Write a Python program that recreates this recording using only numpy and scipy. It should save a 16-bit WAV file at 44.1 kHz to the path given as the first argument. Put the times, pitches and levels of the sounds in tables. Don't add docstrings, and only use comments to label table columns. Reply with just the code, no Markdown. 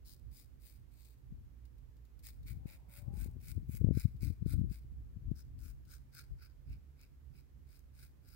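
import sys
import numpy as np
from scipy import signal
from scipy.fft import rfft, irfft, next_fast_len
from scipy.io import wavfile
from scipy.ndimage import map_coordinates

SR = 44100
rng = np.random.default_rng(int(sys.argv[2]) if len(sys.argv) > 2 else 0)


def dump_mix(stems):
    frames = np.atleast_2d(stems).T
    limited = np.clip(frames, -1, 1)
    pcm = np.round(limited * 32767).astype(np.int16)
    wavfile.write(sys.argv[1], SR, pcm)


N = 368235
T = np.arange(N) / SR


def amp(db):
    return 10 ** (np.asarray(db) / 20)


def unit(x):
    return x / np.sqrt(np.mean(x ** 2) + 1e-20)


def along(points, hz):
    f, v = np.transpose(points)
    return np.interp(np.log(hz + 1), np.log(f + 1), v)


def curves(rows):
    s, *cols = np.transpose(rows)
    return [np.interp(T, s, c) for c in cols]


def wobble(rate):
    knots = rng.standard_normal(int(N * rate / SR) + 4)
    return map_coordinates(knots, [T * rate])


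def bell(x, centre, width):
    return 0.5 ** ((2 * (x - centre) / width) ** 2)


def filtered(x, response):
    n = x.shape[-1]
    m = next_fast_len(n + 4096)
    return irfft(rfft(x, m) * response(np.fft.rfftfreq(m, 1 / SR)), m)[..., :n]


def noise(gain):
    return unit(filtered(rng.standard_normal((2, N)), gain))


# start_s, swell_s, fade_s, crest_db, bite_below_db, blade_ring_db
STROKES = [(0.055, 0.054, 0.04, -59, 9.5, -36), (0.317, 0.068, 0.061, -63, 12, -6.5),
           (0.6, 0.069, 0.099, -64.5, 17, -4), (0.918, 0.12, 0.11, -69.5, 12.5, -3),
           (2.234, 0.035, 0.04, -55, 14, 0.5), (2.458, 0.036, 0.038, -58, 17, 2.5),
           (2.671, 0.061, 0.037, -62.5, 4.5, 8), (2.891, 0.1, 0.018, -58, 17, 4),
           (3.13, 0.1, 0.046, -59.5, 17.5, 2), (3.407, 0.11, 0.009, -56.5, 20, 1.5),
           (3.68, 0.092, 0.012, -58, 20, 0), (3.929, 0.084, 0.045, -57, 20, 0),
           (4.213, 0.024, 0.069, -58, 5, 0), (4.458, 0.07, 0.019, -55.5, 36, 0),
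           (4.695, 0.04, 0.057, -63, 15, -3.5), (5.357, 0.043, 0.026, -63, 11, -13.5),
           (5.591, 0.085, 0.042, -63, 11, -8.5), (5.863, 0.08, 0.031, -60, 37, -10),
           (6.118, 0.074, 0.033, -56.5, 32, -8), (6.383, 0.059, 0.033, -62.5, 25, -4),
           (6.662, 0.07, 0.037, -71, 14, -1), (6.967, 0.069, 0.034, -69, 21, 1),
           (7.332, 0.062, 0.023, -71.5, 14, 2.5), (7.673, 0.076, 0.059, -70, 12, -3),
           (7.938, 0.096, 0.042, -65, 15, -0.5), (8.236, 0.073, 0.2, -67.5, 18, -3.5)]
# centre_hz, width_hz
SCRAPE_BANDS = [(1490, 273), (11500, 9800)]
# time_s, skin_db, fizz_db, rasp_hz
PLACE = [(0.05, -41, 3.5, 4870), (0.35, -33, 7, 4850), (2.24, -30, 7.5, 4700), (2.46, -7.5, 7, 4440),
         (3.1, -1, 11, 4860), (3.68, -6, 11.5, 5000), (3.95, -2.5, 4.5, 4870), (4.21, -7, 5, 5100),
         (4.5, -5, 8.5, 4700), (5.35, -8.5, -1, 5470), (5.6, -5, 3.5, 5439), (6.35, -1.5, -5, 4985),
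         (7.1, -4.5, 1.5, 4914), (8.25, -3, 4.5, 4950)]
BLADE_HZ, BLADE_HZ_PER_DB = 2340, -12
MID_PRESSURE_DB = -64
LEFT_DB, RASP_WIDTH_HZ = 5.5, 1450


def razor(stray_db=-17, stray_s=0.036, stray_lag_s=0.0066):
    hairs = snaps(per_second=4500, smear=0.78, apart=0.38) * slips()
    strays = snaps(per_second=390, smear=0.61, apart=0.74)
    place = np.array(curves(PLACE))
    out = np.zeros((2, N))
    for s, swell, fade, crest_db, bite_db, blade_db in STROKES:
        colour = scrape_colour(place[:, round(s * SR)], crest_db, blade_db)
        leave = s + swell + fade + stray_lag_s
        on = (T > s - stray_s) & (T < leave + 3 * stray_s)
        pressure = stroke_pressure(T[on], s, swell, fade, crest_db, bite_db)
        release = amp(crest_db + stray_db) * bell(T[on], leave, 2 * stray_s)
        cut = unit(filtered(hairs[:, on], colour))
        sprung = unit(filtered(strays[:, on], colour))
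        out[:, on] += pressure * cut + release * sprung
    port_balance = unit(amp([[LEFT_DB], [0]]))
    return out * port_balance * amp(-1.5)


def scrape_colour(place, crest_db, blade_db, blade_width_hz=520, patchy_db=2.0):
    skin_db, fizz_db, rasp_hz = place
    blade_hz = BLADE_HZ + BLADE_HZ_PER_DB * (crest_db - MID_PRESSURE_DB)
    bands = [*SCRAPE_BANDS, (blade_hz, blade_width_hz), (rasp_hz, RASP_WIDTH_HZ)]
    levels_db = [skin_db, fizz_db, blade_db, 0]
    modes = [(c, w, amp(db) ** 2 / w) for db, (c, w) in zip(levels_db, bands)]
    ripple_hz = np.arange(0, SR / 2, 450)
    ripple = rng.standard_normal(len(ripple_hz)).clip(-2, 2)

    def colour(hz):
        power = sum(p * bell(hz, c, w) for c, w, p in modes)
        return np.sqrt(power) * amp(patchy_db * np.interp(hz, ripple_hz, ripple))
    return colour


def stroke_pressure(t, s, swell, fade, crest_db, bite_db, land_s=0.011, lift_s=0.0086, lift_db=-12):
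    knots = s - land_s + np.cumsum([0, land_s, swell, fade, lift_s])
    return amp(crest_db) * np.interp(t, knots, [0, amp(-bite_db), 1, amp(lift_db), 0])


def snaps(per_second, smear, apart):
    cuts = (rng.random(N) < per_second / SR) * rng.standard_normal(N)
    heard = unit(cuts * (1 + apart * rng.standard_normal((2, N))))
    return unit(heard + smear * rng.standard_normal((2, N)))


def slips(per_second=150, uneven=0.51, relax_s=0.0017, steady=0.54):
    gaps = np.exp(uneven * rng.standard_normal(4000)) / per_second
    at = (np.cumsum(gaps) * SR).astype(int)
    jerks = np.bincount(at, minlength=N)[:N]
    return unit(steady + signal.lfilter([1], [1, -np.exp(-1 / (relax_s * SR))], jerks))


# time_s, peak_db
BRISTLES = [(1.05, -60), (2.288, -44), (3.245, -45.5), (3.485, -46), (3.518, -56), (3.751, -43),
            (3.975, -45), (3.998, -40), (4.248, -46), (5.591, -57.5), (5.919, -49), (6.15, -46),
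            (6.722, -59.5), (7.793, -58), (8.021, -58), (8.289, -54)]


def bristles():
    spectrum = [(900, -14), (1600, -2), (3000, -8.0), (5000, 4.0), (15000, 2.0)]  # Hz, relative dB
    return amp(0.5) * ticks(BRISTLES + lesser_bristles(), t60=0.0052, spectrum=spectrum)


def lesser_bristles(count=3, mid_db=-59, grows=0.65, spread_db=1):
    rows = []
    for s, swell, fade, crest_db, bite_db, _ in STROKES:
        times = np.minimum(s + rng.random(count) * (swell + fade), T[-1])
        scatter_db = spread_db * rng.standard_normal(count).clip(-2, 2)
        pressure = stroke_pressure(times, s, swell, fade, crest_db, bite_db)
        pressure_db = 20 * np.log10(pressure + 1e-9)
        rows += zip(times, mid_db + grows * (pressure_db - MID_PRESSURE_DB) + scatter_db)
    return rows


# time_s, peak_db
TOUCHES = [(1.653, -59.5), (1.782, -66), (1.967, -65), (2.052, -63), (2.192, -56.5), (2.43, -60),
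           (3.403, -62), (4.165, -64), (4.457, -59), (5.31, -64), (5.852, -62)]


def touches():
    spectrum = [(900, -30), (2000, -13), (4500, -4.5), (8000, -11.5), (15000, -8.5)]  # Hz, relative dB
    return amp(-9) * ticks(TOUCHES, t60=0.056, spectrum=spectrum)


def ticks(rows, t60, spectrum):
    bursts, after = np.zeros(N), T[:SR // 20]
    for s, db in rows:
        span = bursts[round(s * SR):][:len(after)]
        span += amp(db - 60 * after / t60)[:len(span)]
    return bursts * noise(lambda hz: amp(along(spectrum, hz))) * amp([[0], [-5]])


# centre_hz, width_hz, gain_db
LEFT_PORT = [(2020, 430, -5), (3200, 1170, -2.5), (3744, 310, 8.5), (5114, 660, 6.5), (5740, 900, -9.5),
             (6500, 1500, 3), (7300, 460, 2.5), (8790, 860, 7), (9270, 300, -10), (12100, 250, 4),
             (13630, 460, 10.5), (15600, 750, 11)]
RIGHT_PORT = [(1520, 150, 1.5), (2170, 840, 7), (3010, 920, 6.5), (4230, 350, 6), (5540, 180, 5.5),
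              (7400, 270, -28), (7850, 330, 9.5), (11900, 820, 3.5), (15200, 1700, -3)]
# freq_hz, phase_rad
PORT_PHASE = [(1500, -0.2), (2300, -1.93), (3500, -5.5), (4300, 1.8), (5000, 2), (8000, 2), (10000, 0.8),
              (13000, 0.5)]


def ports(x):
    def colour(hz, modes):
        return amp(sum(db * bell(hz, c, w) for c, w, db in modes))

    def response(hz):
        left = colour(hz, LEFT_PORT) * np.exp(-1j * along(PORT_PHASE, hz))
        return np.array([left, colour(hz, RIGHT_PORT)])
    return filtered(x, response)


def scatter(x, t60=0.67, wet_db=-17, far_t60=3.9, far_db=-24):
    t = T[:SR]

    def tail(life):
        return unit(rng.standard_normal((2, SR)) * amp(-60 * t / life)) / np.sqrt(SR)
    tails = amp(wet_db) * tail(t60) + amp(far_db) * tail(far_t60)
    return signal.fftconvolve(x.mean(0)[None], tails, axes=1)[:, :N]


# time_s, peak_db, half_width_ms
EDDIES = [(1.325, -37.5, 3.2), (2.658, -30, 1.47), (3.083, -31, 2.87), (3.137, -31.5, 3.3),
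          (3.261, -32.5, 1.1), (3.287, -31.5, 2.3), (3.578, -25.5, 3.6), (3.695, -27, 2.65),
          (3.816, -22.5, 2.6), (3.846, -13.5, 1.46), (3.871, -31, 0.6), (3.889, -19, 0.84),
          (3.911, -16, 1.2), (3.974, -18, 1.68), (4.056, -14.5, 2.55), (4.233, -23.5, 2.06),
          (4.31, -28.5, 2.3), (4.427, -24.5, 3.6), (4.463, -19.5, 1.45), (4.539, -24.5, 1.52),
          (4.593, -21.5, 3.8), (4.616, -23, 1.7), (4.715, -29.5, 2.1), (5.171, -34.5, 3.9),
          (5.316, -22, 2.14)]


def eddies(flow_db, cut_hz=88, churn=0.6, edge=1.54, top_hz=680, level_db=1.0, leak_db=-32):
    rows = EDDIES + lesser_eddies(flow_db[0])
    t = T[:SR // 8] - T[SR // 16]
    swirl_spectrum = [(100, 19.5), (300, -11), (700, -32.5), (2000, -100)]  # Hz, relative dB
    swirl = noise(lambda hz: amp(along(swirl_spectrum, hz)))[0]
    out = np.zeros(N)
    for s, db, width_ms in rows:
        turn = rng.uniform(0, 2 * np.pi)
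        at = round((s + t[0]) * SR) + np.arange(len(t))
        width = width_ms / 1000
        dip = np.hanning(len(t)) / (1 + (t / width) ** 2) * (1 + churn * swirl[at])

        def band(hz):
            bass_cut = 1 + (cut_hz / (hz + 1)) ** 8
            size_limit = 1 + (hz * width / edge) ** 8
            top_limit = 1 + (hz / top_hz) ** 14
            return np.exp(1j * turn) / np.sqrt(bass_cut * size_limit * top_limit)
        puff = filtered(dip, band)
        out[at] += amp(db + level_db) * puff / np.abs(puff).max()
    return out * amp([[0], [leak_db]])


def lesser_eddies(flow_db, count=48, blowing_s=(2.4, 5.3), over_wind_db=9, top_db=-29.5, spread_db=3.0,
                  half_width_ms=3.24, width_spread=0.2):
    times = np.interp(np.arange(count) + rng.random(count), [0, count], blowing_s)
    size, width = rng.standard_normal((count, 2)).clip(-2, 2).T
    peak_db = np.interp(times, T, flow_db) + over_wind_db + spread_db * size
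    widths_ms = half_width_ms * np.exp(width_spread * width)
    return list(zip(times, np.minimum(peak_db, top_db), widths_ms))


# time_s, left_db, right_db
WIND = [(0.2, -66.5, -56), (1.15, -75, -61.5), (1.7, -65.5, -55.5), (2.05, -71, -60), (2.5, -48.5, -58),
        (2.9, -68, -62.5), (3.2, -54, -61), (4.1, -52, -60), (4.8, -58.5, -57), (5.7, -52, -56),
        (6, -64.5, -60), (6.55, -69, -60), (8.35, -69, -59.5)]
# time_s, length_s, left_db, right_db
GUSTS = [(1.343, 0.13, -50.5, -59), (2.528, 0.12, -52, -60), (3.07, 0.16, -45, -68),
         (3.261, 0.16, -42.5, -52.5), (3.648, 0.28, -45, -59), (3.877, 0.11, -31.5, -70),
         (4.256, 0.075, -31.5, -67), (4.565, 0.17, -36, -48), (5.286, 0.09, -45, -69),
         (6.326, 0.059, -47.5, -65), (6.716, 0.13, -51.5, -50)]


def airflow(skew=0.26):
    power = amp(curves(WIND)) ** 2
    for s, length, *port_db in GUSTS:
        swell = bell(T, s, length * (1 + skew * np.sign(T - s)))
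        power = power + (amp(port_db)[:, None] * swell) ** 2
    return 10 * np.log10(power)


# freq_hz, density_db
BREEZE = [(20, -24.5), (32, -22.5), (45, 2.5), (65, 0), (92, -8), (135, -10), (175, -22), (235, -23.5),
          (430, -40), (700, -54.5), (1500, -120)]
# freq_hz, density_db
GUST = [(22, -19.5), (36, -4.5), (55, 2), (115, 2.5), (195, -16), (290, -17), (450, -45), (650, -56),
        (1000, -88), (1700, -120)]


def wind(flow_db, gust_db=-44, spread_db=4, lumpy_db=-2.0, restless_db=2.0):
    level_db = flow_db + restless_db * np.array([wobble(9), wobble(10)])
    broken = 1 / (1.0 + np.exp((gust_db - level_db) / spread_db))
    breeze = noise(lambda hz: amp(along(BREEZE, hz)))
    lumps = amp(lumpy_db * np.array([wobble(30), wobble(26)]))
    gust = unit(noise(lambda hz: amp(along(GUST, hz))) * lumps)
    rumble = amp(4.5) * np.sqrt(1 - broken) * breeze
    buffet = amp(2.5) * np.sqrt(broken) * gust
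    return amp(level_db) * (rumble + buffet)


# time_s, firing_hz, level_db
ENGINE = [(0, 59, -66.5), (3, 58.43, -63.5), (4, 60.78, -59), (4.6, 61.66, -60), (5.1, 62.8, -54),
          (5.5, 65.74, -62.5), (6.2, 66.76, -65), (6.8, 68.3, -60), (7.4, 69.82, -65), (8.35, 68.97, -67)]
# multiple of the firing rate, relative_db
ENGINE_ORDERS = [(0.602, -8.5), (1.002, 4), (2, -5.5)]


def engine(unsteady=0.02805, flutter_db=3):
    hz, db = curves(ENGINE)
    phase = 2 * np.pi * np.cumsum(hz * (1 + unsteady * wobble(12))) / SR
    hum = sum(amp(level + flutter_db * wobble(8)) * np.sin(k * phase) for k, level in ENGINE_ORDERS)
    return amp(db) * hum * amp([[-2], [2.5]])


# time_s, level_db
DRONE = [(2.45, -100), (2.68, -75.5), (2.85, -79), (3.1, -76), (3.25, -76.5), (3.6, -100)]
# time_s, length_s, pitch_hz, glide_hz_per_s, level_db
DRONE_TONES = [(2.598, 0.09, 774, 50, -81), (2.689, 0.15, 545, 61.5, -76.5), (3.039, 0.22, 577, 40, -73.5),
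               (3.12, 0.11, 810, 597, -73.5)]


def drone(waver=0.016):
    out = amp(curves(DRONE)) * noise(lambda hz: bell(hz, 770, 620))
    unsteady = 1 + waver * np.array([wobble(45), wobble(45)])
    for s, length, hz, glide, db in DRONE_TONES:
        on = np.abs(T - s) < 2 * length
        pitch_hz = (hz + glide * (T[on] - s)) * unsteady[:, on]
        phase = 2 * np.pi * np.cumsum(pitch_hz, axis=1) / SR
        out[:, on] += amp(db) * bell(T[on], s, length) * np.sqrt(2) * np.sin(phase)
    return out


# freq_hz, density_db
AIR = [(150, -31.5), (250, -8), (480, -17.5), (650, -24), (1600, -27.5), (2200, -29.5), (3600, -34.5),
       (6000, -36), (10000, -39.5), (13000, -34), (15800, -36)]


def open_air(level_db=-74.0, left_db=-1.63):
    return amp(level_db) * noise(lambda hz: amp(along(AIR, hz))) * amp([[left_db], [0]])


def scene():
    shave = ports(razor() + bristles() + touches())
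    flow_db = airflow()
    near = shave + scatter(shave) + eddies(flow_db) + wind(flow_db)
    return near + engine() + drone() + open_air()


def record(dry, top_hz=15830):
    return filtered(dry, lambda hz: hz < top_hz)


dry = scene()
out = record(dry)
dump_mix(out)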